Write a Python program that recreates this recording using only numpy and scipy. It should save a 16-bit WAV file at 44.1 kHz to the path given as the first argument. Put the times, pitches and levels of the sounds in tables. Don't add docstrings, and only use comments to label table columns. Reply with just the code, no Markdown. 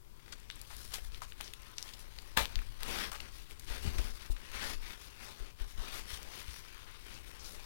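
import sys
import numpy as np
from scipy import signal
from scipy.fft import rfft, irfft
from scipy.io import wavfile
from scipy.ndimage import uniform_filter1d

SR = 44100
rng = np.random.default_rng(int(sys.argv[2]) if len(sys.argv) > 2 else 0)


def persist_wave(psi):
    counts = np.round(np.clip(psi, -1, 1) * 32767).astype(np.int16)
    wavfile.write(sys.argv[1], SR, np.atleast_2d(counts).T)


N = 337365
TIME = np.arange(N) / SR
FREQS = np.fft.rfftfreq(N, 1 / SR)


def amp(db):
    return 10 ** (np.asarray(db) / 20)


def unit(x):
    return x / np.sqrt(np.mean(x ** 2) + 1e-20)


def read(points, hz):
    f, value = np.transpose(points)
    return np.interp(np.log(hz + 1), np.log(f + 1), value)


def curves(rows):
    s, *columns = np.transpose(rows)
    return [np.interp(TIME, s, column) for column in columns]


def add(mix, s, sound):
    part = mix[max(round(s * SR), 0):][:len(sound)]
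    part += sound[:len(part)]


def colour(x, points, size=2048):
    hz = abs(np.fft.fftfreq(size, 1 / SR))
    log_gain = np.log(amp(np.maximum(read(points, hz), -100)))
    taps = np.fft.ifft(np.exp(np.conj(signal.hilbert(log_gain)))).real
    return signal.oaconvolve(x, taps[:size // 2])[:len(x)]


def noise(points):
    return unit(irfft(rfft(rng.standard_normal(N)) * amp(read(points, FREQS)), N))


def resonate(x, hz, width):
    b, a = signal.iirpeak(min(hz, SR / 2 - 1), hz / min(width, SR / np.pi), fs=SR)
    once = signal.lfilter(b, a, x)
    return signal.lfilter(b, a, once)


def slips(per_s, spread_db, size):
    heights = amp(spread_db * np.minimum(rng.exponential(1, size), 4))
    signed = heights * rng.choice([-1, 1], size)
    return unit(signed * (rng.random(size) < per_s / SR))


def wobble(size):
    return unit(uniform_filter1d(rng.standard_normal(N), size))


# frequency in Hz, relative spectral level in dB per Hz.
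HISS_SPECTRUM = [(20, 0), (55, -2.5), (130, -14.5), (255, -26.5), (380, -21), (700, -37), (1000, -27),
                 (1800, -40), (7000, -41), (16000, -38.5)]


def steady_hiss(level_db=-56.5):
    return amp(level_db) * noise(HISS_SPECTRUM)


# time in seconds, level in dB of the 900-3500 Hz band before the layer gain.
HELD_PAPER = [(0, -79.5), (.3, -68.5), (1.35, -68), (1.85, -65), (2.7, -64.5), (3.55, -66), (4.05, -67),
              (5.4, -62), (5.54, -73.5), (5.7, -65), (6.05, -58), (6.85, -65.5), (7.65, -60.5)]
# start in seconds, length in seconds, level in dB of the 900-3500 Hz band before the
# layer gain, brightness in dB, relative level below 900 Hz in dB.
SLIDING_STROKES = [(0.258, 0.11, -68.5, 0, 3), (.52, 0.16, -64, -2, -4.5), (0.642, 0.32, -63, 8, -5.5),
                   (0.908, 0.1, -54, 0, -5.5), (1.017, 0.079, -70, 11.5, -9), (1.114, 0.084, -61, 2, -9),
                   (1.271, 0.051, -73, 13.5, -8), (1.372, .15, -61, 3.5, -6), (1.58, .19, -63, -9, -15),
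                   (1.758, 0.21, -61, 1.5, -9), (1.984, 0.049, -65, 9.5, -7), (2.12, 0.25, -68.5, 1.5, -6),
                   (2.44, 0.23, -59.5, -6, -6.5), (2.784, 0.18, -53, -3, -4), (2.847, 0.26, -43, -2, -4.5),
                   (3.15, 0.17, -59, -4, -3.5), (3.302, 0.15, -63.5, 4, -13), (3.496, 0.043, -67.5, 8, 6.5),
                   (3.58, 0.14, -69, 6, -5), (3.662, .16, -51, -1, -6), (3.802, 0.13, -51, -0.5, -5.5),
                   (3.874, 0.27, -54.5, 1.5, -3.5), (4.125, 0.064, -63, 6, -4),
                   (4.173, .11, -57, -2.5, -11), (4.3, 0.036, -67.5, 15.5, -8),
                   (4.37, 0.21, -58.5, -4.5, -8), (4.508, .17, -45, -7, -14.5),
                   (4.588, 0.18, -46.5, -1.5, -6.5), (4.807, 0.16, -52.5, -3.5, -12),
                   (4.977, 0.12, -58.5, 1, -19), (5.17, 0.17, -56.5, -1.5, -6), (5.36, 0.17, -64, -4, -5),
                   (5.579, 0.098, -59.5, -3, -2.5), (5.66, .08, -62.5, 3, -16),
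                   (5.763, 0.19, -51.5, -4, -6), (5.904, 0.12, -49.5, 1.5, -6.5),
                   (6.068, 0.12, -50.5, 2, -19), (6.157, 0.16, -63, -13, 0), (6.293, 0.16, -53, -2.5, -9.5),
                   (6.447, 0.18, -57, 2, -15), (6.576, 0.3, -62, -4.5, -24), (6.854, 0.16, -60.5, -6, -14),
                   (7.022, 0.19, -60, -3, -8), (7.24, 0.096, -65.5, 5.5, -3), (7.404, 0.18, -65, 11, 1),
                   (7.532, 0.087, -64.5, 0, 1)]


def sliding(speed_up=0.38, slow_down=0.4, speed_law=0.88):
    def band_power(db, bright_db, weight_db):
        shine_db, fizz_db = -3 + 0.63 * bright_db, -3.5 + bright_db
        return amp(db + np.array([[0], [shine_db], [fizz_db], [weight_db]])) ** 2

    power = band_power(curves(HELD_PAPER)[0], bright_db=-0.5, weight_db=-5.5)
    for s, length, db, bright_db, weight_db in SLIDING_STROKES:
        u = np.linspace(0, 1, int(length * SR))
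        ramp = np.minimum(u / speed_up, (1 - u) / slow_down)
        speed = np.sin(np.pi / 2 * np.clip(ramp, 0, 1))
        for band, top in zip(power, band_power(db, bright_db, weight_db)):
            add(band, s, top * speed ** (2 * speed_law))
    level, *bands = 10 * np.log10(power)
    return [level] + [band - level for band in bands]


def patches(patchy_db):
    field = rng.standard_normal((N // 256 + 5, 513))
    over_time = uniform_filter1d(field, size=14, axis=0)
    return patchy_db * unit(uniform_filter1d(over_time, size=12, axis=1))


# frequency in Hz, relative spectral level in dB per Hz.
TISSUE_SPECTRUM = [(130, -10), (200, 2), (290, -0.5), (480, -0.5), (650, -3.5), (1000, -1), (1700, -0.5),
                   (2600, -1), (4400, -4), (5900, -7), (7500, -12.5), (10300, -8), (12500, -14),
                   (16000, -15)]


def rustle(grain=0.57, clump_db=1.5, patchy_db=1.72, level_db=-1, merge_db=-52):
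    level, shine, fizz, weight = sliding()
    roughness = .5 + 1 / (1 + amp(level - merge_db))
    crinkles = grain * roughness * slips(1100, 2.53, N)
    clumps = amp(clump_db * roughness * wobble(size=220))
    drive = (rng.standard_normal(N) + crinkles) * clumps
    z = signal.stft(colour(drive, TISSUE_SPECTRUM), nperseg=1024, noverlap=768)[2]
    patched = z * amp(patches(patchy_db)[:z.shape[1]].T)
    sheet = rfft(signal.istft(patched, nperseg=1024, noverlap=768)[1][:N])
    below = [0] + [1 / (1 + (FREQS / hz) ** 10) for hz in (900, 3500, 6500)] + [1]
    out = np.zeros(N)
    for lower, upper, share in zip(below, below[1:], [weight, 0, shine, fizz]):
        band = unit(irfft(sheet * (upper - lower), N))
        out += band * amp(level + share + level_db)
    return out


def ticks(per_s=36, level_db=-10, ring_s=0.002, ceiling_db=-56):
    level = np.minimum(sliding()[0], ceiling_db)
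    t, out = np.arange(SR // 200) / SR, np.zeros(N)
    facets_hz = (2220, 3800, 5770, 11000)
    for hz in facets_hz:
        shiver = resonate(rng.standard_normal(len(t)) * np.exp(-t / ring_s), hz, hz)
        clicks = slips(per_s / len(facets_hz), 2.0, N)
        out += unit(signal.oaconvolve(clicks, shiver)[:N])
    return unit(out) * amp(level + level_db)


# time in seconds, level in dB.
HANDLING_LEVEL = [(0, -83), (.55, -58), (1.15, -48), (1.5, -59), (2.3, -55.5), (2.5, -47), (3.65, -55.5),
                  (3.97, -37.5), (4.35, -66), (4.7, -42.5), (5.1, -68), (5.9, -49.5), (6.8, -64.5),
                  (7.65, -55)]
# frequency in Hz, relative spectral level in dB per Hz.
HANDLING_SPECTRUM = [(12, 1), (20, 9), (33, -3.5), (57, -1.5), (102, -14.5), (140, -23), (340, -52),
                     (400, -42), (520, -69), (880, -120)]


def handling():
    level, = curves(HANDLING_LEVEL)
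    return noise(HANDLING_SPECTRUM) * amp(level)


# start in seconds, level in dB before the fade and layer gain, resonance in Hz,
# resonance width in Hz, length in seconds.
FINGER_SCRAPES = [(0.195, -64.5, 1800, 2500, .018), (0.323, -47.5, 3450, 5850, 0.021),
                  (0.33, -49, 1180, 700, 0.0059), (0.507, -57.5, 3800, 1200, 0.047),
                  (0.704, -56.5, 1130, 1800, 0.061), (0.919, -54, 2500, 9000, 0.049),
                  (0.9373, -44.5, 3440, 14200, 0.045), (1.219, -50.5, 2200, 9100, 0.04),
                  (1.22, -53, 1120, 800, 0.036), (1.404, -48.5, 1010, 1590, .016),
                  (1.44, -57, 5300, 2500, 0.047), (1.783, -55, 3200, 5000, 0.032),
                  (2.884, -55.5, 375, 330, 0.25), (3.116, -51, 3070, 13600, 0.073),
                  (3.117, -48, 1170, 1000, 0.047), (3.147, -46, 1370, 2600, 0.023),
                  (3.846, -46, 140, 129, 0.086), (3.982, -45.5, 297, 600, 0.027),
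                  (3.983, -42.5, 2010, 5000, 0.015), (4.299, -52, 260, 397, 0.0185),
                  (4.364, -54.5, 1900, 3500, 0.021), (6.865, -60, 1650, 2500, 0.09),
                  (7.141, -60, 5200, 3000, 0.047), (7.395, -56, 5330, 2200, 0.039),
                  (7.445, -53.5, 5100, 2500, 0.05)]


def scrapes(level_db=2):
    out = np.zeros(N)
    for s, db, hz, width, length in FINGER_SCRAPES:
        u = np.linspace(0, 1, int(length * SR))
        run = unit(resonate(slips(7000, 6.3, len(u)), hz, width))
        fade = np.sqrt(1 - u) * np.exp(-.6 * u)
        add(out, s, amp(db + level_db) * run * fade)
    return out


# start in seconds, peak level in dB before the layer gain, resonance in Hz,
# decay time of the shiver in milliseconds, share of wide-band crack (a ratio).
CREASE_SNAPS = [(.281, -45, 1910, 1.1, 0.13), (.401, -42.5, 12000, 0.57, .27), (.501, -29, 2860, 1.7, .022),
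                (.512, -38, 2500, .5, 0.44), (.558, -40.5, 8300, 1.5, .2), (.615, -35, 8500, 1.1, .4),
                (0.767, -33.5, 9700, .9, 0.93), (0.942, -26, 4900, 0.71, .5),
                (1.146, -36.5, 3040, 0.78, .1), (1.2191, -34.5, 1120, 1.6, 0.12),
                (1.322, -37.5, 2380, 1.1, .04), (1.41, -28.5, 2650, 1.05, 0.74), (1.479, -36, 4200, .8, .1),
                (1.5363, -32, 3400, 2.1, 0.39), (1.62, -45, 9000, .6, .4), (1.783, -23.5, 3900, 1.1, 0.1),
                (1.827, -27.5, 5400, 1.1, 0.53), (1.881, -42, 4100, .6, .2), (1.891, -38, 3520, .5, .1),
                (1.937, -40, 4470, 4.2, 0.28), (2.187, -35, 3540, 1.8, 0.17),
                (2.3729, -24, 1760, 1.7, 0.067), (2.448, -33, 2800, .8, .15),
                (2.4559, -23, 3280, 0.56, .32), (2.557, -23.5, 3700, 0.74, 0.34),
                (2.59, -35, 2250, 1.8, 0.2), (2.618, -42.5, 1200, 1, .13), (2.8326, -25.5, 3640, 1, 1),
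                (3.203, -32, 2900, 1.9, .02), (3.51, -38.5, 3100, 1.5, .52), (3.596, -37.5, 7400, 3, 1),
                (3.77, -38, 2470, 1.3, 0.16), (3.986, -32, 1820, 0.58, 0.31), (4.262, -40, 5000, 1, 0.87),
                (4.934, -38, 2500, .6, .3), (5.601, -43, 2360, .78, .2), (6.23, -38, 5100, 0.55, 0.98),
                (7.142, -44, 5220, 1.9, .017)]


def snaps(shiver=0.86, level_db=0.63):
    out, ms = np.zeros(N), np.arange(SR // 50) * 1000 / SR
    for s, db, hz, decay_ms, crack in CREASE_SNAPS:
        push = shiver * rng.choice([-1, 1], len(ms)) * np.exp(-ms / decay_ms)
        push[:3] += [1, 2, 1]
        pop = resonate(push, hz, hz) + crack * resonate(push, 8000, 14000)
        add(out, s, amp(db + level_db) * pop / abs(pop).max())
    return out


# start in seconds, level in dB before damping and layer gain, frequency in Hz.
BED_BUMPS = [(1.018, -41.5, 29.5), (1.121, -44, 44.4), (2.376, -37, 61.6), (2.41, -35.5, 52),
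             (2.563, -29.5, 33), (2.683, -40, 30.6), (3.703, -36, 38.3), (3.851, -35, 91),
             (3.874, -29.5, 68.4), (3.987, -29, 45), (4.044, -37, 27.6), (4.299, -28.5, 33),
             (4.548, -41.5, 43.4), (5.404, -39, 30.7), (5.607, -33, 32.5), (5.782, -35.5, 31.8),
             (6.13, -42, 56.6), (6.482, -42.5, 62)]


def thuds(level_db=5, pad=0.046, onset_cycles=0.12, ring_cycles=1.0):
    out, t = np.zeros(N), np.arange(SR // 4) / SR
    for s, db, hz in BED_BUMPS:
        cycles = hz * t
        envelope = (1 - np.exp(-cycles / onset_cycles)) * np.exp(-cycles / ring_cycles)
        rock = np.sin(2 * np.pi * cycles) * envelope
        pat = unit(resonate(rng.standard_normal(len(t)), 126, 180)) * np.exp(-t / 0.019)
        add(out, s, amp(db + level_db) * (rock + pad * pat))
    return out


RIP_S = 2.3735


def tearing(jolt_db=-27, jolt_decay_s=.0025, peel_db=-32.5, fade_db_per_s=-165,
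            peel_s=0.096, release_s=0.037):
    t = TIME - RIP_S
    jolt = amp(jolt_db) * np.exp(-abs(t) / jolt_decay_s)
    fade = amp(peel_db + fade_db_per_s * np.clip(t, 0, peel_s))
    peel = fade * np.clip((peel_s - t) / release_s, 0, 1)
    return jolt + peel * (t > 0)


# frequency in Hz, relative spectral level in dB per Hz.
RIP_SPECTRUM = [(170, -9), (340, -12), (480, -3), (720, -5.5), (950, 1), (1350, -7), (1550, -6), (1750, -4),
                (2600, -6.5), (3900, -5.5), (5000, -14), (10000, -16.5), (16000, -19)]
# frequency in Hz, starting level in dB, time to decay by 60 dB in seconds.
RIP_MODES = [(807, -41, 0.15), (900, -37.5, 0.21), (1110, -35, 0.063), (1200, -31, 0.08),
             (1330, -36.5, 0.14), (1750, -32, 0.098), (1954, -42, 0.11), (2340, -38.5, 0.22),
             (3290, -57, .16)]


def rip(level_db=1):
    pull = amp(level_db) * tearing()
    out = unit(colour(slips(7000, 1.5, N), RIP_SPECTRUM)) * pull
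    t = np.arange(SR // 3) / SR
    for hz, db, t60 in RIP_MODES:
        decay = amp(db - 60 * t / t60)
        add(out, RIP_S, rng.choice([-1, 1]) * decay * np.sin(2 * np.pi * hz * t))
    return out


# frequency in Hz, time to decay by 60 dB in seconds.
ROOM_DECAY = [(200, 0.41), (1000, 0.11), (4000, 0.19), (14000, 0.32)]


def room(x):
    size = SR // 3
    hits = rng.random(size) < 2500 / SR
    late = np.arange(size) > .004 * SR
    taps = rng.choice([-1., 1.], size) * hits * late
    hz, t, z = signal.stft(taps, SR, nperseg=256)
    decay = amp(-60 * t / read(ROOM_DECAY, hz)[:, None])
    tail = signal.istft(z * decay, SR, nperseg=256)[1]
    return signal.fftconvolve(x, tail / np.linalg.norm(tail))[:N]


def scene(wet_db=-12):
    paper = rustle() + ticks() + scrapes() + snaps() + rip()
    bed = handling() + thuds()
    out = steady_hiss() + paper + amp(wet_db) * room(paper) + bed
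    return np.array([out, out])


def record(dry, left_db=6.0, right_db=-15.5, edge_hz=16000):
    pair = np.array([amp(left_db) * dry[0], -amp(right_db) * dry[1]])
    low_pass = signal.firwin(511, edge_hz, window=("kaiser", 9), fs=SR)
    return signal.oaconvolve(pair, low_pass[None], "same")


dry = scene()
out = record(dry)
persist_wave(out)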